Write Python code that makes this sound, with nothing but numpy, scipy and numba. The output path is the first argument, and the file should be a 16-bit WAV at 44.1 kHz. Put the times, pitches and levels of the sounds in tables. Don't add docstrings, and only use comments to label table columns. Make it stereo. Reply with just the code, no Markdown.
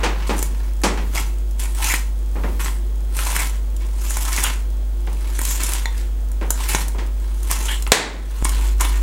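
import sys
import numpy as np
from scipy import signal
from scipy.fft import rfft, irfft, next_fast_len
from scipy.io import wavfile
from scipy.ndimage import map_coordinates
from numba import njit

SR = 44100
rng = np.random.default_rng(int(sys.argv[2]) if len(sys.argv) > 2 else 0)


def put_to_file(sound):
    columns = np.atleast_2d(sound).T
    safe = np.clip(columns, -1, 1)
    whole_steps = np.round(safe * 32767)
    wavfile.write(sys.argv[1], SR, whole_steps.astype(np.int16))


N = 397782

# pitch_hz, width_hz, level_db
BOWL_NOTES = [(905, 70, -1), (1030, 80, -4), (1350, 90, -5), (1620, 70, -4), (1820, 90, -4), (2070, 90, 0),
              (2230, 90, -2), (2700, 90, -6), (2940, 70, -4), (3400, 100, -7), (4100, 120, -7)]
WIRE_NOTES = [(5300, 80, -6), (6070, 90, -4), (6400, 100, -2), (7140, 200, -1), (7650, 130, -1),
              (8420, 130, 0), (9000, 160, -1), (9640, 130, -2), (11200, 300, -5)]
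# pitch_hz, level_db
GRIND_COLOUR = [(120, -3.5), (250, 1.5), (600, -5.5), (900, 2), (2200, -1), (3500, -4), (6000, -8),
                (15000, -40)]
GRIT_COLOUR = [(900, -40), (2500, -7.5), (4500, -8.5), (8000, -3), (11000, -6), (14000, -8.5),
               (16000, -14.5)]


def strokes():
    # full_pressure_s, rise_s, hold_s, grind_db, grit_db
    pushes = [(0.205, 0.14, .06, -38, -59), (.278, 0.022, .005, -41, -36), (0.377, 0.064, 0.034, -40, -33),
              (.52, .05, 0.15, -47, -54), (1.156, 0.033, 0.0046, -24, -25.5),
              (1.595, 0.016, 0.034, -36.5, -34), (1.848, 0.14, 0.077, -28, -24.5),
              (2.597, .006, 0.064, -34.5, -32.5), (3.181, 0.07, 0.19, -29.5, -29.5),
              (3.35, 0.14, 0.081, -29, -28), (3.806, .01, 0.0088, -40.5, -56),
              (4.051, .13, 0.33, -40.5, -34), (4.41, 0.43, .015, -28.5, -25.5),
              (4.427, .01, 0.042, -25.5, -30.5), (5.214, 0.25, 0.18, -42.5, -46.5),
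              (5.472, 0.17, 0.073, -36, -26.5), (5.603, 0.079, .16, -33, -31),
              (5.986, 0.4, 0.029, -41, -47), (6.595, 0.13, .22, -32.5, -33.5),
              (6.696, 0.026, 0.011, -27.5, -22.5), (6.737, .008, 0.0077, -34, -32),
              (7.223, 0.11, 0.072, -47.5, -55.5), (7.513, 0.04, 0.021, -26.5, -27.5),
              (7.678, 0.36, 0.035, -32, -30), (8.45, 0.015, 0.0081, -30, -30),
              (8.559, 0.6, 0.11, -34.5, -37), (8.809, 0.018, 0.009, -21, -24), (8.85, .03, 0.1, -34.5, -37)]
    climb_db, fade_db_per_s = 23, 178
    t = np.arange(N) / SR
    power = np.zeros((2, N))
    for full_s, rise_s, hold_s, grind_db, grit_db in pushes:
        rising_db = -climb_db * np.maximum(full_s - t, 0) / max(rise_s, .002)
        shape_db = rising_db - fade_db_per_s * np.maximum(t - full_s - hold_s, 0)
        heard = shape_db > -60
        power[:, heard] += (amp([[grind_db], [grit_db]]) * amp(shape_db[heard])) ** 2
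    return np.sqrt(power)


def scrapes(grind, grit):
    flutter = amp(wire_catches() + 1.7 * wobble(110))
    coarse = slips(per_s=900, scatter_db=3, rubbing=.7) * flutter
    fine = slips(per_s=1200, scatter_db=3.5, rubbing=.7) * flutter
    wall = wandering_contact(steel(coarse, GRIND_COLOUR, BOWL_NOTES, ring_db=-4), pitch_steps=2.5)
    wires = wandering_contact(steel(fine, GRIT_COLOUR, WIRE_NOTES, ring_db=-3), pitch_steps=5)
    return amp(-1.5) * grind * unit(wall) + amp(-.5) * grit * unit(wires)


def wire_catches(per_s=30, uneven=.3, jump_db=7):
    turns = np.cumsum(per_s * np.exp(uneven * wobble(25))) / SR
    return jump_db * (.5 - turns % 1)


def slips(per_s, scatter_db, rubbing):
    clicks = (rng.random(N) < per_s / SR) * rng.choice([-1, 1], N)
    sizes = amp(scatter_db * np.minimum(rng.exponential(size=N), 4))
    return unit(unit(clicks * sizes) + rubbing * rng.standard_normal(N))


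def steel(contact, colour, notes, ring_db):
    def response(f):
        ring = sum(amp(db + ring_db) * 1j * f * width / (hz * hz - f * f + 1j * f * width)
                   for hz, width, db in notes)
        return causal(amp(along(colour, f))) * (1 + ring)
    return filtered(contact, response)


def wandering_contact(sound, pitch_steps, time_steps=9, depth_db=3.5):
    slices = signal.stft(sound, nperseg=256)[2]
    grid = np.indices(slices.shape) / np.array([pitch_steps, time_steps])[:, None, None]
    swell = map_coordinates(rng.standard_normal(slices.shape), grid, order=1)
    return signal.istft(slices * amp(depth_db * swell), nperseg=256)[1][:N]


def ticks(chatter_s=.02, flicks_per_s=3):
    # start_s, level_db, bowl_share_db
    strikes = [(.3913, -12.5, -6), (0.427, -5.5, -9.5), (0.817, -22, -4), (1.5103, -29, -18),
               (1.9085, -20, -4), (1.9388, -6.5, -2.5), (2.6035, -18, 1), (2.637, -30, -4), (2.66, -21, 4),
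               (2.682, -21.5, 4), (3.167, -12, -9), (3.3643, -4, -4), (3.7652, -23.5, -27),
               (4.1071, -10.5, -10), (4.1697, -10.5, -5.5), (4.3843, -17, 5), (4.4383, -1, -17),
               (5.13, -23.5, -9), (5.3909, -10, -3), (5.4157, -9.5, -9), (5.4517, -7, -17),
               (5.635, -8, -15), (5.735, -8, -20), (5.979, -24.5, -34), (6.3167, -26, -11),
               (6.5051, 0.5, -10.5), (6.7483, -7.5, 3.5), (6.882, -14, -11), (7.431, -18, -13),
               (7.5128, -1, -9.5), (7.8237, -16.5, -30), (7.8662, -29, 12.5), (7.874, -15.5, -2.5),
               (8.4458, -12.5, -12), (8.4522, -18.5, 9), (8.4933, -11, -29), (8.8101, -4, -11)]
    chance = rng.random((round(flicks_per_s * N / SR), 2))
    flicks = [(when * N / SR, -33 + 4 * (2 * size - 1), -14) for when, size in chance]
    t = np.arange(SR // 10) / SR
    on_wires, on_bowl = np.zeros(N), np.zeros(N)
    for start_s, level_db, bowl_share_db in strikes + flicks:
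        contact = amp(level_db - 60 * t / chatter_s) * rng.standard_normal(len(t))
        add(on_wires, start_s, contact)
        add(on_bowl, start_s, contact * amp(bowl_share_db))
    wall = steel(on_bowl, GRIND_COLOUR, BOWL_NOTES, ring_db=-7)
    return steel(on_wires, GRIT_COLOUR, WIRE_NOTES, ring_db=-4) + amp(2) * wall


def squeaks(width=.13):
    # start_s, length_s, pitch_hz, level_db
    catches = [(1.173, 0.028, 2100, -28.5), (1.786, 0.15, 905, -38), (1.896, 0.051, 2110, -25),
               (1.94, 0.014, 2170, -19.5), (3.386, 0.054, 2070, -29.5), (4.377, 0.016, 2050, -25.5),
               (4.439, 0.066, 2920, -29.5), (4.443, 0.033, 1350, -29), (5.485, 0.096, 7140, -31.5),
               (5.744, 0.017, 8760, -32), (6.748, 0.019, 6400, -23), (7.680, 0.12, 3120, -32),
               (7.682, 0.089, 1810, -35), (8.446, 0.013, 8850, -18.5), (8.810, 0.037, 950, -30)]
    out = np.zeros(N)
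    for start_s, length_s, pitch_hz, level_db in catches:
        progress = np.linspace(0, 1, max(round(length_s * SR), 64))
        noise = rng.standard_normal(len(progress))
        tone = filtered(noise, lambda f: 1 / (1 + ((f / pitch_hz - 1) / width) ** 2))
        shape = np.minimum(progress / .038, 1) * (1 - progress)
        add(out, start_s, amp(level_db) * unit(tone * shape))
    return out


def rim_clink():
    # start_s, level_db
    hits = [(5.857, -17)]
    # pitch_hz, level_db, fade_s (time to fall by 60 dB)
    rim_notes = [(916, -13, 0.16), (1940, 4.5, 0.019), (2070, -10, .025), (3560, -15, 0.15),
                 (4130, -0.5, .016), (5776, -11, 0.031), (6800, -8, 0.025)]
    t = np.arange(SR // 4) / SR
    out = np.zeros(N)
    for start_s, level_db in hits:
        ring = sum(amp(db - 60 * t / fade_s) * np.sin(2 * np.pi * hz * t + .7 * wobble(500)[:len(t)])
                   for hz, db, fade_s in rim_notes)
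        click = .5 * amp(-60 * t / .0055) * rng.standard_normal(len(t))
        add(out, start_s, amp(level_db) * (ring + click))
    return out


def crumbs(grit, rest_db=-58.5, stirred_db=-30, settle_s=.12):
    carry = np.exp(-1 / (settle_s * SR))
    stirred = signal.lfilter([1 - carry], [1, -carry], grit)
    crackle = steel(slips(per_s=90, scatter_db=4, rubbing=.6), GRIT_COLOUR, WIRE_NOTES, ring_db=0)
    return (amp(rest_db) + amp(stirred_db) * stirred) * unit(crackle)


def knocks():
    # start_s, level_db, brightness_db_per_octave, dull_above_hz, echo_db
    hits = [(0.0, -39.5, 0.5, 3000, 10.5), (0.033, -21, 2.5, 3040, 4.5), (0.294, -16.5, -0.5, 4600, -2),
            (0.836, -13.5, 0, 8140, 1), (0.975, -26.5, 2, 3000, -3), (2.355, -31, -1.5, 2500, 1.5),
            (2.436, -24, -1, 2540, -1), (5.073, -28.5, -0.5, 3060, -6), (6.413, -27.5, 0, 2650, 0.5),
            (6.948, -32.5, -2.5, 2500, -0.5), (6.984, -31.5, 3, 3080, -0.5)]
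    # pitch_hz, level_db
    thud = [(60, -47), (135, -10), (180, 0), (235, -1.5), (320, -0.5), (480, -1), (650, -7.5), (900, -3),
            (1400, -10), (2050, -9.5), (2800, -12.5), (4000, -16), (8000, -13), (15000, -22)]
    out = np.zeros((2, N))
    for start_s, level_db, brightness, dull_above_hz, echo_db in hits:
        def colour_db(f):
            dulling_db = 10 * np.log10(1 + (f / dull_above_hz) ** 4)
            return along(thud, f) + brightness * np.log2((f + 1) / 700) - dulling_db
        add(out, start_s, blow(level_db, echo_db, colour_db, fade_s=.032))
    return out


def bang(start_s=7.919):
    # pitch_hz, level_db
    clack = [(80, -20), (170, -11), (300, -6.5), (480, -1.5), (620, -5), (850, -3), (1300, -8), (2000, -1),
             (2800, -8), (3900, -4), (5200, -10), (8000, -8.5), (11000, -16.5), (15000, -23)]
    out = np.zeros((2, N))
    slam = blow(level_db=16.6, echo_db=-11.5, colour_db=lambda f: along(clack, f), fade_s=.023)
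    add(out, start_s, slam)
    return out


def blow(level_db, echo_db, colour_db, fade_s):
    colour = lambda f: causal(amp(colour_db(f)))
    t = np.arange(SR) / SR
    burst = filtered(rng.standard_normal(SR) * amp(-60 * t / fade_s), colour)
    echo = filtered(kitchen_echo(build_s=.0039, alike=.81, late_db=6), colour)
    return amp(level_db - 24.5) * unit(burst) + amp(level_db + echo_db - 15) * unit(echo)


def kitchen_echo(build_s, alike, late_db):
    # pitch_hz, fade_s (time to fall by 60 dB)
    fade_times = [(150, 0.92), (400, 0.49), (1000, 0.48), (2800, 0.4), (7300, 0.33), (15000, 0.18)]
    hz, times, slices = signal.stft(rng.standard_normal((2, SR)), SR, nperseg=256)
    fading = amp(-60 * times / along(fade_times, hz)[:, None])
    mid, side = signal.istft(slices * fading, SR, nperseg=256)[1][:, :SR]
    t = np.arange(SR) / SR
    early = np.exp(-t / .06)
    tail = spread(mid, side, alike) * (1 - np.exp(-t / build_s)) * (amp(late_db) + early)
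    return tail / np.linalg.norm(tail[0])


def mains_hum(right_lag_radians=.91):
    # pitch_hz, level_db
    deep_hum = [(49.99, -19.8)]
    buzz = [(100, -61.5), (150, -59), (250, -51), (350, -53.5)]
    # time_s, gain_db
    step = [(8.423, -1), (8.425, 4)]
    t = np.arange(N) / SR
    lag = np.array([[0], [right_lag_radians]])
    tones = sum(amp(db) * np.sqrt(2) * np.sin(2 * np.pi * hz * t - lag) for hz, db in deep_hum + buzz)
    out = tones * amp(1.36 + np.interp(t, *np.transpose(step)))
    pop = amp(-10) * (np.exp(-t / .002) - np.exp(-t / .0001))
    add(out, step[1][0], pop)
    return out


def ventilation():
    # pitch_hz, level_db
    tones = [(182, -54.5), (347, -58.5), (477, -58), (882, -61.5), (3290, -66), (6611, -69), (15606, -61)]
    # pitch_hz, level_db
    air_colour = [(65, -47), (110, -64), (218, -8.5), (253, -16.5), (317, -12.5), (345, -7), (375, -14),
                  (471, -14), (776, -19.5), (897, -21.5), (2760, -33), (3250, -31), (5040, -37.5),
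                  (15800, -53)]
    t = np.arange(N) / SR
    fan = sum(amp(db + 1.2 * wobble(9)) * np.sqrt(2) * np.sin(2 * np.pi * hz * t + .8 * wobble(16))
              for hz, db in tones)
    return fan + amp(-44.8 + .5 * wobble(4)) * stereo_noise(air_colour, alike=.45)


def counter_rumble(rest_db=-39.5):
    # middle_s, half_length_s, level_db
    shifts = [(.2, 0.33, -47), (1.097, 0.14, -38), (2.512, 0.16, -37.5)]
    # pitch_hz, level_db
    colour = [(15, -4), (35, -3), (70, 0), (105, -10), (200, -35)]
    t = np.arange(N) / SR
    swells = sum(amp(db) * np.exp(-((t - middle_s) / half_s) ** 2) for middle_s, half_s, db in shifts)
    return (amp(rest_db) + swells) * stereo_noise(colour, alike=.13)


def amp(db):
    return 10 ** (np.asarray(db) / 20)


def unit(x):
    return x / np.sqrt(np.mean(x ** 2) + 1e-20)


def along(points, hz):
    pitches, values = np.transpose(points)
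    return np.interp(np.log(hz + 1), np.log(pitches + 1), values)


def wobble(per_s):
    return map_coordinates(rng.standard_normal(int(N * per_s / SR) + 4), [np.arange(N) * per_s / SR])


def filtered(x, response):
    n = x.shape[-1]
    padded = next_fast_len(n + 8192)
    return irfft(rfft(x, padded) * response(np.fft.rfftfreq(padded, 1 / SR)), padded)[..., :n]


def causal(gain):
    cepstrum = irfft(np.log(np.maximum(gain, 1e-6)))
    half = len(cepstrum) // 2
    return np.exp(rfft(np.r_[cepstrum[0], 2 * cepstrum[1:half], np.zeros(half)]))


def add(track, start_s, sound):
    part = track[..., round(start_s * SR):][..., :sound.shape[-1]]
    part += sound[..., :part.shape[-1]]


def spread(mid, side, alike):
    turn = np.arccos(np.clip(alike, 0, 1)) / 2
    return np.cos(turn) * mid + np.sin(turn) * side * np.array([[1], [-1]])


def stereo_noise(colour, alike):
    mid, side = unit(filtered(rng.standard_normal((2, N)), lambda f: amp(along(colour, f))))
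    return spread(mid, side, alike)


def panned(x, left_db):
    return x * amp([[left_db / 2], [-left_db / 2]])


def scene():
    # pitch_hz, left_minus_right_db
    lean = [(700, 4.5), (2400, 3), (4400, 0.5), (8000, 5.5), (14000, 3.5)]
    grind, grit = strokes()
    rubbing = scrapes(grind, grit) + ticks() + crumbs(grit)
    pitched = squeaks() + rim_clink()
    near = filtered(rubbing + pitched, lambda f: amp(along(lean, f) * np.array([[.5], [-.5]])))
    into_room = rubbing + amp(-5) * pitched
    tail = kitchen_echo(build_s=.002, alike=.35, late_db=-3)
    echo = amp(-4.5) * signal.fftconvolve(into_room[None], tail, axes=1)[:, :N]
    around = knocks() + bang() + ventilation() + counter_rumble()
    return near + panned(echo, .9) + panned(around, 3.5) + panned(mains_hum(), 4.5)


@njit
def ducking(peak, attack, release):
    gain, charge = np.empty(len(peak)), 0.0
    for i in range(len(peak)):
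        gain[i] = 1 / (1 + charge)
        charge += attack * max(peak[i] - 1 - charge, 0.0) - release * charge
    return gain


def record(dry):
    threshold_db, treble_weight, attack_s, release_s, top_hz = -9, .16, .007, .13, 15850
    sensed = np.abs(dry + treble_weight * np.diff(dry, prepend=0)).max(0)
    gain = ducking(sensed / amp(threshold_db), 1 / (attack_s * SR), 1 / (release_s * SR))
    clipped = np.clip(dry * gain, -1, 1)
    return filtered(clipped, lambda hz: hz < top_hz)


dry = scene()
out = record(dry)
put_to_file(out)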